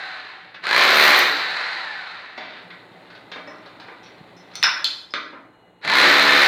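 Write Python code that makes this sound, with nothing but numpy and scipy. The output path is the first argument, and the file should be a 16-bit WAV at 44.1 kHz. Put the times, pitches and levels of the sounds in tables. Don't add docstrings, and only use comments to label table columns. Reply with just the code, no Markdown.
import sys
import numpy as np
from scipy import signal
from scipy.fft import rfft, irfft
from scipy.io import wavfile
from scipy.ndimage import uniform_filter1d

SR = 44100
rng = np.random.default_rng(int(sys.argv[2]) if len(sys.argv) > 2 else 0)


def digitize_waveform(pressure):
    field = np.atleast_2d(pressure).T
    bounded = np.clip(field, -1, 1)
    quanta = np.round(bounded * 32767).astype(np.int16)
    wavfile.write(sys.argv[1], SR, quanta)


def field_ratio(decibels):
    return 10 ** (np.asarray(decibels, dtype=float) / 20)


N = 285327
T = np.arange(N) / SR


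def rms_one(x):
    return x / np.sqrt(np.mean(x ** 2) + 1e-20)


def in_time(tables, silent_db=-120):
    out = np.full((len(tables[0][0]) - 1, N), float(silent_db))
    for rows in tables:
        s, *columns = np.transpose(rows)
        inside = (T >= s[0]) & (T <= s[-1])
        out[:, inside] = [np.interp(T[inside], s, c) for c in columns]
    return out


def at_hz(points, hz):
    table_hz, value = np.array(points).T
    return np.interp(np.log(hz + 1), np.log(table_hz), value)


def colour(x, spectrum, size=4096):
    cep = irfft(np.log(field_ratio(at_hz(spectrum, np.fft.rfftfreq(size, 1 / SR)))))
    cep[1:size // 2] *= 2
    cep[size // 2 + 1:] = 0
    h = irfft(np.exp(rfft(cep)))
    return signal.fftconvolve(x, h / np.sqrt(np.sum(h ** 2)))[:len(x)]


def cut(x, hz, kind):
    sos = signal.butter(2, np.clip(hz, 20, .45 * SR), kind, fs=SR, output="sos")
    return signal.sosfilt(sos, x)


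def drift(rate_hz):
    return rms_one(cut(rng.standard_normal(N), rate_hz, "low"))


def ring(clicks, hz, t60_s):
    r, w = field_ratio(-60 / (t60_s * SR)), 2 * np.pi * hz / SR
    return signal.lfilter([0, np.sin(w)], [1, -2 * r * np.cos(w), r * r], clicks + 1e-18)


def burst(clicks, t60_s):
    r = field_ratio(-60 / (t60_s * SR))
    return signal.lfilter([np.sqrt(1 - r * r)], [1, -r], clicks) * rng.standard_normal(N)


# frequency in Hz, level in dB per Hz.
SITE_COLOUR = [(30, -24), (100, -13.5), (300, 0.5), (730, -3), (1300, -10), (2050, -14), (3300, -23),
               (4150, -19), (5000, -47), (6700, -33), (15500, -43)]
# frequency in Hz, level in dB.
SITE_HUMS = [(116, -10), (176, -8.5), (305, -14), (760, -12), (870, -12.5), (2021, -14.5), (4150, -20)]
SITE_DB, DUCK_DB = -54, 6.5
LOUD_DB, HOLD_S, RECOVER_S = -26, .66, .3


def site(near):
    far = colour(rng.standard_normal(N), SITE_COLOUR) * field_ratio(0.57 * drift(29))
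    hums = sum(field_ratio(db + 4.7 * drift(6)) * np.sin(2 * np.pi * hz * T) for hz, db in SITE_HUMS)
    loud = uniform_filter1d(near ** 2, SR // 50) > field_ratio(2 * LOUD_DB)
    since_loud_s = T - np.maximum.accumulate(T * loud)
    ducked = np.clip(1 - (since_loud_s - HOLD_S) / RECOVER_S, 0, 1)
    return field_ratio(SITE_DB + 5.5 - DUCK_DB * ducked) * (far + hums)


# time in seconds, frequency in Hz, level in dB.
FAR_WHINE = [(5.4, 2960, -76), (5.55, 2910, -67), (5.85, 2880, -66)]


def far_whine():
    hz, db = in_time([FAR_WHINE])
    return field_ratio(db + 3.0 * drift(30)) * np.sin(2 * np.pi * np.cumsum(hz) / SR)


# time in seconds, level in dB, frequency in Hz.
THUMP = (4.212, -33, 150)


def thump():
    s, db, hz = THUMP
    return field_ratio(db) * np.sin(2 * np.pi * hz * (T - s)) * np.exp(-((T - s) / 0.0042) ** 2)


# frequency in Hz, level in dB per Hz.
RUBBLE_COLOUR = [(100, -52), (250, -13.5), (600, -12.5), (2000, -3.5), (3000, -10), (4050, -2), (5400, -18),
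                 (7000, -28), (15500, -38.5)]


def landings(rows, decay_s, contact):
    out, t = np.zeros(N), T[:SR // 12]
    parts_hz = [(1250, 2900), (150, 1100), (2900, 5800), (6000, 16000)]
    signs = (1, -1, -1, 1)
    for noise, (s, db, *parts_db) in zip(rng.standard_normal((len(rows), len(t))), rows):
        at = round(s * SR)
        crack = noise * np.exp(-t / decay_s) * (1 - np.exp(-4 * t / decay_s))
        crack[0] += contact
        crack = colour(crack, RUBBLE_COLOUR, size=1024)
        for hz, part_db, sign in zip(parts_hz, [0] + parts_db, signs):
            part = sign * cut(crack, hz, "band")
            out[at:at + len(t)] += field_ratio(db + part_db) * part / np.abs(part).max()
    return out


# start in seconds, end in seconds, level in dB.
TRICKLES = [
    (2.366, 2.58, -45),
    (2.703, 4.6, -58),
]
GRIT_PER_S, GRIT_FADE_DB_PER_S = 1200, 141


def grit():
    grain_db = 3.5 * np.minimum(rng.exponential(1, N), 5)
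    grains = (rng.random(N) < GRIT_PER_S / SR) * field_ratio(grain_db) * rng.choice([-1, 1], N)
    flow = sum((T > start) * field_ratio(db - GRIT_FADE_DB_PER_S * np.maximum(T - end, 0))
               for start, end, db in TRICKLES)
    return flow * field_ratio(1.3 * drift(8)) * rms_one(cut(colour(grains, RUBBLE_COLOUR), 3300, "low"))


# time in seconds, body peak in dB, then dull, sharp and bright parts in dB against the body.
SNAPS = [(4.5544, -26, -14, -6.5, 3.5), (4.6282, -5, -35, -4.5, -10), (4.635, -24, -30, 2, 0),
         (4.6414, -3.5, -12, -32.5, -41), (4.8439, -31, -20, 23, 18), (5.1385, -14.5, -1, -0.5, -41)]
# time in seconds, body peak in dB, dull and sharp parts in dB against the body.
CRUMBS = [(0.544, -31.5, -6, -8), (2.3754, -33.5, 10, 4), (2.7028, -33, -21, -11), (3.1014, -41.5, 4, 2),
          (3.15, -44.5, 5, 5.5), (3.3155, -30.5, -1, 0.5), (3.3578, -39.5, 14.5, 1), (3.4725, -39, 10, -2),
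          (3.5396, -51.5, 18.5, 2), (3.6584, -45.5, 9.5, 8), (3.7978, -48, 12, 13), (3.8551, -43, 2, -13),
          (3.8814, -40, 9, -8), (4.0294, -53.5, -18, 6.5), (4.0587, -44.5, 0, 2), (4.3664, -57, -12.5, -10),
          (4.5124, -41.5, -2, -3), (4.5344, -42.5, -14, -2), (4.7894, -43.5, 15, -20),
          (5.3276, -40.5, 11, -19.5)]
CRUMB_BRIGHT_DB = -23
# time in seconds, level in dB.
CHINKS = [(3.4725, -47.5), (3.7978, -64), (4.0294, -47.5), (4.3664, -44.5), (4.5344, -47.5)]
# frequency in Hz, level in dB, t60 in seconds (halved when played).
CHINK_MODES = [(5260, 0, .12), (5750, -2, .14)]
# time in seconds, strength in dB.
BIG_FALLS = [(4.555, -24.5), (4.635, -5.5), (4.845, -11.5), (5.1074, -36.5), (5.138, -17.5)]
# frequency in Hz, level in dB, t60 in seconds.
PIECE_MODES = [
    [(5990, 0, .03), (5300, -6, .03), (4250, -8, .02), (9600, -20, .03)],
    [(2003, -4, .012), (4200, -3, .008), (5238, 0, .05), (5720, -9, .04), (9475, -26, .03),
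     (11500, -28, .03)],
    [(3122, -11, .08), (3521, -3, .025), (3750, -3, .008), (3984, 0, .012), (4400, -8, .006),
     (5060, -12, .015), (6573, -20, .015), (8100, -40, .2), (9300, -24, .02), (11000, -22, .015),
     (13300, -20, .015)],
    [(5050, 0, .04)],
    [(1950, -3, .005), (3000, -6, .004), (4080, 1, .012), (6100, -24, .05)],
]
ECHO_S, ECHO_DB = .0066, -9


def shards():
    crumbs = [(*row, row[3] + CRUMB_BRIGHT_DB) for row in CRUMBS]
    out = landings(SNAPS, decay_s=0.0013, contact=3.0) + landings(crumbs, decay_s=0.0067, contact=0.3)
    touches = np.zeros(N)
    for s, db in CHINKS:
        touches[round(s * SR)] = field_ratio(db)
    rattle = burst(touches, t60_s=0.14)
    out += sum(field_ratio(db) * ring(rattle, hz, t60_s / 2) for hz, db, t60_s in CHINK_MODES)
    for (s, db), modes in zip(BIG_FALLS, PIECE_MODES):
        click = np.zeros(N)
        click[round(s * SR)] = field_ratio(db)
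        click = cut(click, 8000, "low")
        for k, (hz, mode_db, t60_s) in enumerate(modes):
            out += (-1) ** k * field_ratio(mode_db) * ring(click, hz, t60_s)
    return out + field_ratio(ECHO_DB) * np.roll(out, int(ECHO_S * SR))


# time in seconds, blows per second.
SPEED = [
    [(.66, 40), (.71, 52), (.752, 60.5), (.806, 69), (.904, 76), (1.0, 75.3), (1.102, 73.3), (1.195, 70)],
    [(5.845, 30), (5.898, 48), (5.948, 60), (5.98, 66.5), (6.044, 70.5), (6.1, 71.8), (6.18, 72.2),
     (6.414, 71.5), (6.47, 72)],
]
PULL_S = [.618, 5.814]
EARLIER_RELEASE_S = -.75
COAST_S, FULL_BLOWS_PER_S = 1.46, 72


def rotor():
    coasted = (PULL_S[0] - EARLIER_RELEASE_S) / COAST_S
    rows = [(EARLIER_RELEASE_S, FULL_BLOWS_PER_S), (PULL_S[0], FULL_BLOWS_PER_S * (1 - coasted))]
    held = np.zeros(N)
    for pull, run in zip(PULL_S, SPEED):
        release = run[-1][0]
        rows += [(pull, rows[-1][1]), (pull + .001, 12)] + run + [(release + COAST_S, 0)]
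        held[(T >= pull) & (T <= release)] = 1
    return np.interp(T, *np.transpose(rows)) / FULL_BLOWS_PER_S + 1e-3, held


# frequency in Hz, level in dB per Hz.
MOTOR_COLOUR = [(88, -75), (150, -19.5), (285, -25.5), (320, -15.5), (396, -17.5), (445, -12.5),
                (681, -10.5), (812, -3), (1170, -4), (1370, 0.5), (1870, 4), (3220, -7), (4060, -0.5),
                (5650, -31), (15500, -64)]
POWERED_DB, COASTING_DB, LET_GO_S = -15.5, -18, 0.041
LEVEL_LAW, BRIGHT_DB, BRIGHT_LAW = 1.736, 14, 0.415
START_DB, START_S = 34.5, 0.015


def motor(flutter_db=-3.0):
    speed, held = rotor()
    speed_db = 20 * np.log10(speed)
    powered = uniform_filter1d(held, max(int(LET_GO_S * SR), 1))
    air = colour(rng.standard_normal(N), MOTOR_COLOUR) * field_ratio(flutter_db * drift(47))
    air = air + (field_ratio(BRIGHT_DB + BRIGHT_LAW * speed_db) - 1) * cut(air, 6500, "high")
    start_db = sum(START_DB * np.exp(-np.abs(T - s) / START_S) for s in PULL_S)
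    coast_db = COASTING_DB + (POWERED_DB - COASTING_DB) * powered + LEVEL_LAW * speed_db
    return field_ratio(np.where(held, POWERED_DB - start_db, coast_db) - 7.0) * air


MESH_HZ, FAN_HZ = 1170, 1710
MESH_DB, STRAIN_DB, FULL_STRAIN_PER_S, FAN_DB = -50, 28, 2.2, -39


def strain_of(speed):
    return np.clip(uniform_filter1d(np.gradient(speed) * SR, SR // 15) / FULL_STRAIN_PER_S, 0, 1)


def whine():
    speed, held = rotor()
    strain = strain_of(speed)
    mesh_db = MESH_DB + STRAIN_DB * strain + 40 * np.log10(speed)
    fan_db = FAN_DB - 45 * np.abs(speed - .55)
    db = np.where(held, mesh_db, fan_db)
    wobble = 1 + (.006 + .02 * strain) * drift(25)
    turn = 2 * np.pi * np.cumsum(speed * np.where(held, MESH_HZ, FAN_HZ) * wobble) / SR
    lines = np.sin(turn) * field_ratio(3 * drift(25)) + np.sin(2 * turn) * field_ratio(3 * drift(25))
    return colour(field_ratio(uniform_filter1d(db, SR // 100) - 6) * lines, MOTOR_COLOUR)


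# multiple, level in dB.
STROKE_ORDERS = [(2, -12), (3, -8), (4, 0), (5, -7), (6, -9), (7, -3), (8, -7), (9, -4), (12, -5), (13, -6),
                 (17, -4), (19, -1), (21, -1), (26, -2), (30, -1)]
# start in seconds, end in seconds, hum in dB.
EVEN_BITE = [
    (.93, .97, -34),
    (6.06, 6.39, -27),
]
BITE_SLOPE_DB_PER_S = 70


def stroke_hum():
    per_s = np.maximum(in_time(SPEED)[0], 0)
    turn = 2 * np.pi * np.cumsum(per_s) / SR
    lines = sum(field_ratio(db + 1.5 * drift(6)) * np.sin(k * turn + k * k) for k, db in STROKE_ORDERS)
    bite = 0
    for start, end, db in EVEN_BITE:
        outside_s = np.maximum(np.maximum(start - T, T - end), 0)
        bite = bite + field_ratio(db - BITE_SLOPE_DB_PER_S * outside_s)
    return bite * uniform_filter1d(1. * (per_s > 0), SR // 50) * lines


FIRST_BLOW_S = [.669, 5.8495]
# time in seconds, blow in dB, chisel ring in dB.
PUSH = [
    [(.66, -17.5, -58), (.77, -11, -36), (.93, -18, -34), (.98, -13.5, -26), (1.07, -15.5, -25),
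     (1.15, -14, -36), (1.195, -16.5, -16.5)],
    [(5.845, -14.5, -67.5), (5.97, -12.5, -37), (6.2, -16.5, -38), (6.47, -16.5, -33.5)],
]
# frequency in Hz, level in dB per Hz.
STRUCK_WALL = [(59, -77.5), (100, -43), (129, -20), (209, -16.5), (253, -15), (281, -8.5), (386, -4.5),
               (497, -6), (601, -7), (2090, 2.5), (2990, -7.5), (4020, -3.5), (5510, -17.5), (13700, -37.5),
               (15500, -74)]
# frequency in Hz, level in dB, t60 in seconds.
CHISEL_MODES = [(6060, -7, .03), (6700, -10, .015), (9660, -9, .04), (9850, -12, .02), (13350, -5, .04),
                (13590, -4, .025), (13800, -5, .03)]


def hammer(uneven_db=1.5, crunch=0.75, jitter_s=.00012):
    wall, chisel = np.zeros(N), np.zeros(N)
    per_s, (blow_db, ring_db) = in_time(SPEED)[0], in_time(PUSH)
    for rows, first in zip(SPEED, FIRST_BLOW_S):
        on = (T >= first) & (T <= rows[-1][0])
        strokes = np.floor(np.cumsum(per_s * on) / SR - 1e-9) * on
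        at = np.r_[round(first * SR), np.flatnonzero(np.diff(strokes) > 0)]
        luck = rng.standard_normal((len(at), 3))
        late = np.clip(at + (jitter_s * SR * luck[:, 0]).astype(int), 0, N - 1)
        force = np.sqrt(SR / 72) * (per_s[at] / 72) ** 1.5
        wall[late] = force * field_ratio(blow_db[at] + uneven_db * luck[:, 1])
        chisel[late] = field_ratio(ring_db[at] + 1.2 * luck[:, 2])
    mortar = crunch * cut(burst(wall, t60_s=0.041), 500, "high")
    knocks = colour(wall + mortar, STRUCK_WALL)
    rattle = burst(chisel, t60_s=.03)
    tick = field_ratio(6) * cut(rattle, [5500, 14500], "band")
    ringing = sum(field_ratio(db) * ring(rattle, hz, t60_s) for hz, db, t60_s in CHISEL_MODES)
    return field_ratio(-5) * knocks + tick + field_ratio(2.5) * ringing


# frequency in Hz, t60 in seconds.
ROOM_T60 = [(150, 0.9), (1000, 0.72), (4000, 0.39), (12000, 0.59)]
ROOM_DULL_HZ = 6700


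def room(x, wet_db, build_s):
    t, tail = T[:SR], 0
    for low in 60 * 2 ** np.arange(8):
        band = cut(rng.standard_normal(SR), [low, 2 * low], "band")
        band = band * field_ratio(-60 * t / at_hz(ROOM_T60, 1.4 * low))
        band = band * (1 - np.exp(-(t / build_s) ** 2))
        tail = tail + band * np.sqrt(low / np.sum(band ** 2) / 15000)
    lead = np.r_[x[SR // 2:0:-1], x]
    sent = cut(lead, ROOM_DULL_HZ, "low") + field_ratio(-5) * lead
    return x + field_ratio(wet_db) * signal.fftconvolve(sent, tail)[SR // 2:SR // 2 + N]


def scene():
    tones = whine()
    tool = room(hammer() + motor() + tones / 2, wet_db=-0.5, build_s=0.022) + stroke_hum() + tones / 2
    near = tool + room(shards() + grit(), wet_db=-1.0, build_s=0.0026)
    return (near + thump() + site(near) + far_whine())[None]


def top_cut(x):
    return signal.sosfilt(signal.butter(12, 16240, fs=SR, output="sos"), x)


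def record(dry):
    rounded = 0.94 * np.tanh(dry / 1.085)
    heard = cut(cut(rounded, 102, "high"), 75, "high")
    rumble = field_ratio(-77) * rms_one(cut(rng.standard_normal(N), [45, 80], "band"))
    return top_cut(heard + rumble)


dry = scene()
out = record(dry)
digitize_waveform(out)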